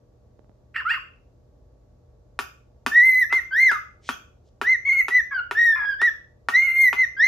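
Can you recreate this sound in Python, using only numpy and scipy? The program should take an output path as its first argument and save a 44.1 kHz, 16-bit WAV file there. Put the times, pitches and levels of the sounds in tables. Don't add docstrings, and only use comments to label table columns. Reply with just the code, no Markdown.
import sys
import numpy as np
from scipy import signal
from scipy.io import wavfile
from scipy.ndimage import uniform_filter1d

SR = 44100
rng = np.random.default_rng(int(sys.argv[2]) if len(sys.argv) > 2 else 0)


def transcribe(signal):
    frames = np.atleast_2d(signal).T
    limited = np.clip(frames, -1, 1)
    pcm = np.round(limited * 32767).astype(np.int16)
    wavfile.write(sys.argv[1], SR, pcm)


N = 320607
CUTOFF_HZ = 15800

# time in seconds, pitch in Hz, whistle level in dB,
# high overtones in dB re the whistle before the beak colours them.
GLIDING_NOTES = [
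    [(2.915, 1717, -28.5, -27.5), (2.975, 1939, -9.5, -38.5), (3.011, 1930, -11.5, -40),
     (3.057, 2083, -14, -28.5), (3.163, 2012, -17, -28), (3.203, 2059, -19, -29), (3.227, 1919, -13, -30.5),
     (3.247, 1707, -28, -37), (3.26, 1830, -32, -39)],
    [(3.51, 1537, -38.5, -38), (3.528, 1528, -25, -28), (3.602, 2079, -14.5, -33.5),
     (3.656, 2111, -13.5, -43), (3.68, 1985, -13, -35), (3.726, 1330, -26, -32.5),
     (3.775, 1179, -34.5, -26.5)],
    [(4.852, 2096, -24, -47.5), (4.866, 2206, -24.5, -51.5), (4.882, 2230, -18.5, -50.5),
     (4.904, 2077, -15.5, -44.5), (4.932, 2200, -20.5, -36), (4.96, 2127, -23.5, -36),
     (4.99, 2196, -15.5, -34), (5.014, 1993, -16.5, -35), (5.03, 1900, -40.5, -43)],
    [(5.31, 1692, -32.5, -46), (5.322, 1676, -28.5, -46), (5.398, 1411, -25, -38), (5.41, 1354, -48, -47.5)],
    [(5.55, 1688, -30.5, -39.5), (5.592, 1877, -14, -41), (5.648, 1895, -15, -28.5), (5.73, 1783, -17, -35),
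     (5.738, 1732, -22.5, -47.5), (5.786, 1733, -28, -35.5), (5.808, 1668, -27, -39.5),
     (5.912, 1641, -24, -29.5), (5.945, 1564, -31, -42)],
    [(6.515, 1830, -37.5, -15), (6.559, 1958, -10, -46), (6.569, 2050, -13, -43.5), (6.655, 2177, -21, -35),
     (6.687, 2076, -18, -33), (6.729, 2093, -23.5, -31.5), (6.821, 2134, -14, -24.5),
     (6.891, 1944, -14, -32.5), (6.905, 1949, -34, -37.5)],
    [(7.168, 1573, -32.5, -31), (7.188, 1620, -30.5, -39), (7.204, 1760, -16, -39),
     (7.242, 2020, -13, -41.5), (7.27, 2119, -18, -39)],
]
# start and end in seconds, first and top pitch in Hz, the two levels as above.
ARCHED_NOTES = [(3.298, 3.399, 1927, 2100, -16.5, -38), (4.638, 4.76, 1591, 2083, -15, -47.5),
                (5.106, 5.208, 1900, 2008, -13.5, -42), (5.994, 6.095, 1713, 1942, -14.5, -40.5),
                (6.963, 7.052, 2028, 2062, -14, -45.5)]


def song():
    notes = [*GLIDING_NOTES, *[arch(*row) for row in ARCHED_NOTES]]
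    (pitch, whistle_db, high_db), sounding = phrase(sorted(notes, key=lambda rows: rows[0][0]))
    rasp_db, cycles, breathiness = roughness(whistle_db)
    low_db = low_overtone_level(pitch, rasp_db)
    pitch = pitch + 13 * wobble(8.7, 110)
    phase = 2 * np.pi * np.cumsum(pitch) / SR
    whistle = np.sqrt(2) * np.sin(phase)
    tones = whistle * from_db(1.22 * wobble(9.3, 68))
    tones += overtones(phase, pitch, low_db, high_db)
    beat = cycle_grouping(pitch, cycles, breathiness)
    rasp = from_db(whistle_db + rasp_db) * 2 * beat * whistle * sounding
    rasp = steep_band(rasp, 750, 2600)
    overtone_rasp = from_db(rasp_db + 6.5) * beat * band(tones, 2500, 11000)
    return panned(from_db(whistle_db) * (tones + overtone_rasp) * sounding + rasp, .1)


# share of the length, share of the climb, level in dB re full.
ARCH_SHAPE = [(0, 0.011, -17), (.33, 0.802, -2.5), (0.596, .99, 0)]


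def arch(start, end, first_hz, top_hz, db, high_db):
    droop_s, droop_hz, droop_db = .03, 240.8, -7
    rise = [(start + share * (end - start), first_hz + climb * (top_hz - first_hz), db + re_db, high_db)
            for share, climb, re_db in ARCH_SHAPE]
    return rise + [(end - droop_s, top_hz, db, high_db), (end, top_hz - droop_hz, db + droop_db, high_db)]


# time in seconds, level in dB re a clear whistle at 2 kHz.
LOW_OVERTONE_CURVE = [(2.95, -33), (3.05, -37.5), (3.2, -30), (3.35, -30), (3.6, -27), (4.7, -29.5),
                      (4.95, -32.5), (5.15, -31.5), (5.36, -27.5), (5.65, -30.5), (5.9, -25), (6.05, -27.5),
                      (6.56, -25.5), (6.7, -36), (6.85, -30), (7.0, -31), (7.22, -24.5)]


def low_overtone_level(pitch, rasp_db):
    db_per_octave, rasp_knee_db = -9.5, -24
    db = np.interp(np.arange(N) / SR, *np.transpose(LOW_OVERTONE_CURVE))
    return db + db_per_octave * np.log2(pitch / 2000) - .9 * np.maximum(rasp_db - rasp_knee_db, 0)


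# harmonic number, level offset in dB.
LOW_HARMONICS = [(2, -2.5), (3, -7)]
HIGH_HARMONICS = [4, 5, 6, 7, 8, 9]
# frequency in Hz, gain in dB.
BEAK_RESPONSE = [(6000, -11.5), (8300, -16.5), (10500, -13), (12600, -5.5), (14500, -12.5), (15800, -24)]


def overtones(phase, pitch, low_db, high_db):
    gape_db_per_octave, blur_radians = 45.5, .3
    high_db = high_db + gape_db_per_octave * np.log2(pitch / 2000)
    levels = [(k, low_db + db) for k, db in LOW_HARMONICS]
    levels += [(k, high_db + at_hz(BEAK_RESPONSE, k * pitch)) for k in HIGH_HARMONICS]
    out = np.zeros(N)
    for k, db in levels:
        gain = from_db(db + 4.28 * wobble(4, 80))
        blur = blur_radians * wobble(15, 120)
        out += gain * np.sqrt(2) * np.sin(k * phase + blur) * (k * pitch < CUTOFF_HZ)
    return out


# start and end in seconds, cycles per group, rasp in dB re the whistle.
RASP_SPELLS = [(3.142, 3.215, 3, -47.5), (3.3, 3.322, 3, -15), (3.708, 3.742, 2, -24),
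               (4.862, 4.896, 2, -29.5), (4.921, 4.978, 3, -26), (5.008, 5.032, 3, -26.5),
               (5.31, 5.345, 3, -10), (5.349, 5.402, 2, -26), (5.755, 5.802, 5, -10.5),
               (5.808, 5.856, 7, -16.5), (6.611, 6.768, 3, -25.5)]


def roughness(whistle_db):
    clear_rasp_db, loud_db = -52, -12.5
    rasp_db = clear_rasp_db + 1.48 * (loud_db - whistle_db)
    cycles, breathiness = np.full(N, 3.), np.full(N, .6)
    for start, end, group, db in RASP_SPELLS:
        spell = slice(round(start * SR), round(end * SR))
        rasp_db[spell], cycles[spell], breathiness[spell] = db, round(group), .36
    return uniform_filter1d(rasp_db, size=400), cycles, breathiness


def cycle_grouping(pitch, cycles, breathiness):
    group_hz = pitch / cycles + 15 * wobble(25, 180)
    phase = 2 * np.pi * np.cumsum(group_hz) / SR
    lines = sum(np.cos(k * phase + k * k) * (2 * k <= cycles) for k in range(1, 4))
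    return (1 - breathiness) * lines + breathiness * wobble(100, 670)


# time in seconds, pulses per second, buzz level in dB,
# second harmonic level in dB.
HOARSE_CHIRPS = [
    [(.744, 1380, -39.5, -57.5), (.757, 1100, -48.5, -37.5), (.762, 930, -27.5, -19),
     (.771, 844, -31.5, -37), (.783, 950, -29.5, -22.5), (.802, 874, -36, -28.5), (.817, 525, -47, -42.5),
     (.83, 505, -58, -50)],
    [(.849, 560, -55.5, -38.5), (.858, 648, -43, -24), (.882, 723, -42, -24), (.897, 800, -24.5, -36.5),
     (.915, 938, -19, -12.5), (.936, 930, -27, -28.5), (.95, 850, -32.5, -41.5), (.98, 520, -52, -35.5),
     (.995, 570, -64.5, -66)],
]
# centre in Hz, width in Hz, relative gain in dB.
FORMANTS = [(1470, 507, 6), (1946, 480, 8.5), (2620, 690, 3), (3970, 520, -20.5), (4720, 1000, -18),
            (7640, 1100, -28), (12900, 2400, -34.5)]


def chirps():
    (rate, buzz_db, second_db), sounding = phrase(HOARSE_CHIRPS)
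    phase = 2 * np.pi * np.cumsum(rate) / SR
    slack = np.gradient(rate) * SR < -4000
    breathiness = uniform_filter1d(np.where(slack, .77, .12), size=600)
    pulses = rms_one(sum(np.cos(k * phase) for k in range(1, 15)))
    source = (1 - breathiness) * pulses + 2.4 * breathiness * rng.standard_normal(N)
    buzz = np.zeros(N)
    for k, (hz, width_hz, db) in enumerate(FORMANTS):
        broad = band(source, hz - width_hz, hz + width_hz)
        buzz += (-1) ** k * from_db(db) * band(broad, hz - width_hz / 2, hz + width_hz / 2)
    second = from_db(second_db) * np.sqrt(2) * np.cos(2 * phase)
    return (rms_one(buzz) * from_db(buzz_db) + second) * sounding


# time in seconds, strength in dB, then brightness, deep thud and hollow thud
# in dB re that strength.
BLOWS = [(2.389, -8.5, -24, -34.5, -27), (2.862, -6, -23, -26.5, -30), (3.325, -10, -29.5, -34, -27.5),
         (3.714, -13.5, -26.5, -37, -29), (4.089, -8, -30.5, -27.5, -31), (4.613, -8.5, -35, -29, -22.5),
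         (5.082, -11.5, -30.5, -36.5, -24.5), (5.51, -10.5, -38, -47, -22), (6.015, -12.5, -31, -34.5, -26),
         (6.485, -8, -30, -35.5, -29), (6.928, -9, -42, -39, -31)]
# frequency in Hz, relative level in dB, T60 in seconds.
MIRROR_MODES = [(252, 4.5, 0.079), (393.6, 4, 0.073), (970.3, -11, 0.087), (1152, -12.5, 0.074),
                (1394, 0, 0.018), (1480, -1, 0.0077), (1800, -4, 0.033), (2446, -7.5, 0.021)]
# frequency in Hz, relative level in dB, T60 in seconds.
GLASS_MODES = [(3300, -9.5, 0.013), (3540, 3.5, 0.032), (4910, -1, 0.033), (6000, -20.5, 0.0088),
               (8800, -2.5, .03)]


def raps():
    contact_s = .0015
    times, blow_db, bright_db, deep_db, hollow_db = np.transpose(BLOWS)
    hits = np.round((times + contact_s) * SR).astype(int)
    parts = [(MIRROR_MODES[:1], deep_db, (190, 320)), (MIRROR_MODES[1:2], hollow_db, (310, 480)),
             (MIRROR_MODES[2:], -8, (750, 9000)), (GLASS_MODES, bright_db, (2500, 15000))]
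    out = np.zeros(N)
    for modes, db, edges_hz in parts:
        clicks = np.zeros(N)
        clicks[hits] = -from_db(blow_db + db)
        out += band(ring(clicks, modes), *edges_hz)
    return out + rattle(hits, blow_db, bright_db)


def ring(clicks, modes):
    out, hits = np.zeros(N), np.flatnonzero(clicks)
    for hz, db, t60 in modes:
        decay, angle = from_db(-60 / (t60 * SR)), 2 * np.pi * hz / SR
        force = clicks + 1e-18
        force[hits] *= from_db(db + rng.normal(0, 2.2, len(hits)))
        out += signal.lfilter([0, np.sin(angle)], [1, -2 * decay * np.cos(angle), decay * decay], force)
    return out


RATTLE_BANDS = [(900, 3500), (3500, 7600), (8400, 10500), (10500, 15600)]
# level in dB re the blow, T60 in seconds.
RATTLE_DECAYS = [(-21, 0.1), (-32.5, 0.17), (-39, 0.16), (-40.5, 0.21)]


def rattle(hits, blow_db, bright_db):
    out = np.zeros(N)
    for (low_hz, high_hz), (db, t60) in zip(RATTLE_BANDS, RATTLE_DECAYS):
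        clicks = np.zeros(N)
        clicks[hits] = from_db(blow_db + .4 * (bright_db + 27) * (low_hz > 3000))
        envelope = signal.lfilter([1], [1, -from_db(-60 / (t60 * SR))], clicks + 1e-18)
        out += from_db(db) * envelope * wobble(low_hz, high_hz)
    return out


# start and end in seconds, lower and upper edge in Hz, top level in dB.
HISSES = [(4.0, 4.097, 1844, 7490, -47.5), (4.034, 4.146, 3160, 3370, -42),
          (4.044, 4.142, 6110, 6450, -50.5), (4.404, 4.49, 2510, 7360, -71)]


def scuffs():
    t, out = np.arange(N) / SR, np.zeros(N)
    for start, end, low_hz, high_hz, db in HISSES:
        swell = np.interp(t, [start, end, end + .0067], [0, 1, 0]) ** 2
        out += from_db(db) * swell * wobble(low_hz, high_hz)
    return out


# time in seconds, impulse level in dB before filtering, left minus right in dB.
SOFT_TICKS = [(0.393, -13.5, -17), (0.418, -32, -12), (.445, -19.5, -15), (0.495, -17.5, -18),
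              (0.516, -22, -9)]


def ticks():
    out = np.zeros((2, N))
    for time, db, pan_db in SOFT_TICKS:
        out[:, round(time * SR)] = panned(from_db(db), pan_db)
    return band(out + 1e-18, 140, 580)


# frequency in Hz, relative spectral density in dB.
HUM_SPECTRUM = [(30, -8), (52, 8.5), (120, -8), (260, -13.5), (600, -13.5), (900, -28), (1300, -32),
                (2200, -42.5), (3500, -45), (4600, -41), (5400, -35), (6500, -46), (8500, -61),
                (13000, -50), (16000, -54)]
# frequency in Hz, correlation coefficient.
HUM_CORRELATION = [(40, .96), (150, .92), (500, .2), (1500, .1), (10000, .05)]
# frequency in Hz, rms level in dB.
MOTOR_LINES = [(120, -63.5), (480, -75), (600, -75.5), (1130, -86.5)]


def refrigerator():
    noise, noise_db = 0, -55
    edges_hz = 20 * 2 ** np.arange(0, 10, .5)
    white = rng.standard_normal((2, 2, N))
    for k, (low, high) in enumerate(zip(edges_hz, edges_hz[1:])):
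        mid, side = band(band(white[k % 2], low, high), low / 2, min(2 * high, .45 * SR))
        centre_hz = np.sqrt(low * high)
        alike = at_hz(HUM_CORRELATION, centre_hz)
        stereo = np.sqrt(1 + alike) * mid + np.sqrt(1 - alike) * side * [[1], [-1]]
        noise = noise + from_db(at_hz(HUM_SPECTRUM, centre_hz)) * stereo
    t = np.arange(N) / SR
    motor = sum(from_db(db) * np.sqrt(2) * np.sin(2 * np.pi * hz * t) for hz, db in MOTOR_LINES)
    return from_db(noise_db) * rms_one(noise) + motor


# frequency in Hz, T60 in seconds.
REVERBERATION_TIMES = [(200, 0.34), (700, 0.32), (2000, 0.37), (5000, 0.38), (12000, 0.28)]


def kitchen(x):
    t, tail = np.arange(SR) / SR, 0
    white = rng.standard_normal((2, SR)) * np.clip((t - .004) / .0014, 0, 1)
    for low in 125 * 2. ** np.arange(7):
        t60 = at_hz(REVERBERATION_TIMES, low * np.sqrt(2))
        tail = tail + band(white, low, 2 * low) * from_db(-60 * t / t60)
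    mid, side = tail / np.sqrt(np.sum(tail ** 2, axis=1, keepdims=True))
    return signal.fftconvolve(x[None], np.array([mid + side, mid - side]), axes=1)[:, :N]


def phrase(notes):
    t, rows = np.arange(N) / SR, np.concatenate(notes)
    curves = [uniform_filter1d(np.interp(t, rows[:, 0], column), size=300) for column in rows.T[1:]]
    gate = sum((t >= note[0][0]) & (t < note[-1][0]) for note in notes)
    return curves, uniform_filter1d(np.minimum(gate, 1.), size=260)


def wobble(low_hz, high_hz):
    return rms_one(steep_band(rng.standard_normal(N), low_hz, high_hz))


def band(x, low_hz, high_hz):
    return signal.sosfilt(signal.butter(2, [low_hz, high_hz], "band", fs=SR, output="sos"), x)


def steep_band(x, low_hz, high_hz):
    return band(band(x, low_hz, high_hz), low_hz, high_hz)


def from_db(db):
    return 10 ** (np.asarray(db) / 20)


def rms_one(x):
    return x / np.sqrt(np.mean(x ** 2) + 1e-20)


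def at_hz(points, hz):
    frequencies, values = np.transpose(points)
    return np.interp(np.log(hz), np.log(frequencies), values)


def panned(x, db):
    return np.array([x * from_db(db / 2), x * from_db(-db / 2)])


def scene():
    voice_room_db, knock_room_db = -7, -8.5
    voice = song() + panned(chirps(), -1.3)
    knocks = raps() + scuffs()
    echoes = kitchen(from_db(voice_room_db) * voice.mean(axis=0) + from_db(knock_room_db) * knocks)
    return voice + panned(knocks, 1.1) + echoes + ticks() + refrigerator()


def record(dry):
    treble_hz, treble_right_db = 4955, 3.5
    dry = signal.sosfilt(signal.butter(4, 44, "high", fs=SR, output="sos"), dry)
    treble = signal.sosfilt(signal.butter(1, treble_hz, "high", fs=SR, output="sos"), dry)
    left, right = dry + treble * (from_db([[-treble_right_db / 2], [treble_right_db / 2]]) - 1)
    both = np.array([left, np.append(0, right[:-1])])
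    return signal.sosfilt(signal.cheby2(16, 60, CUTOFF_HZ + 150, fs=SR, output="sos"), both)


dry = scene()
out = record(dry)
transcribe(out)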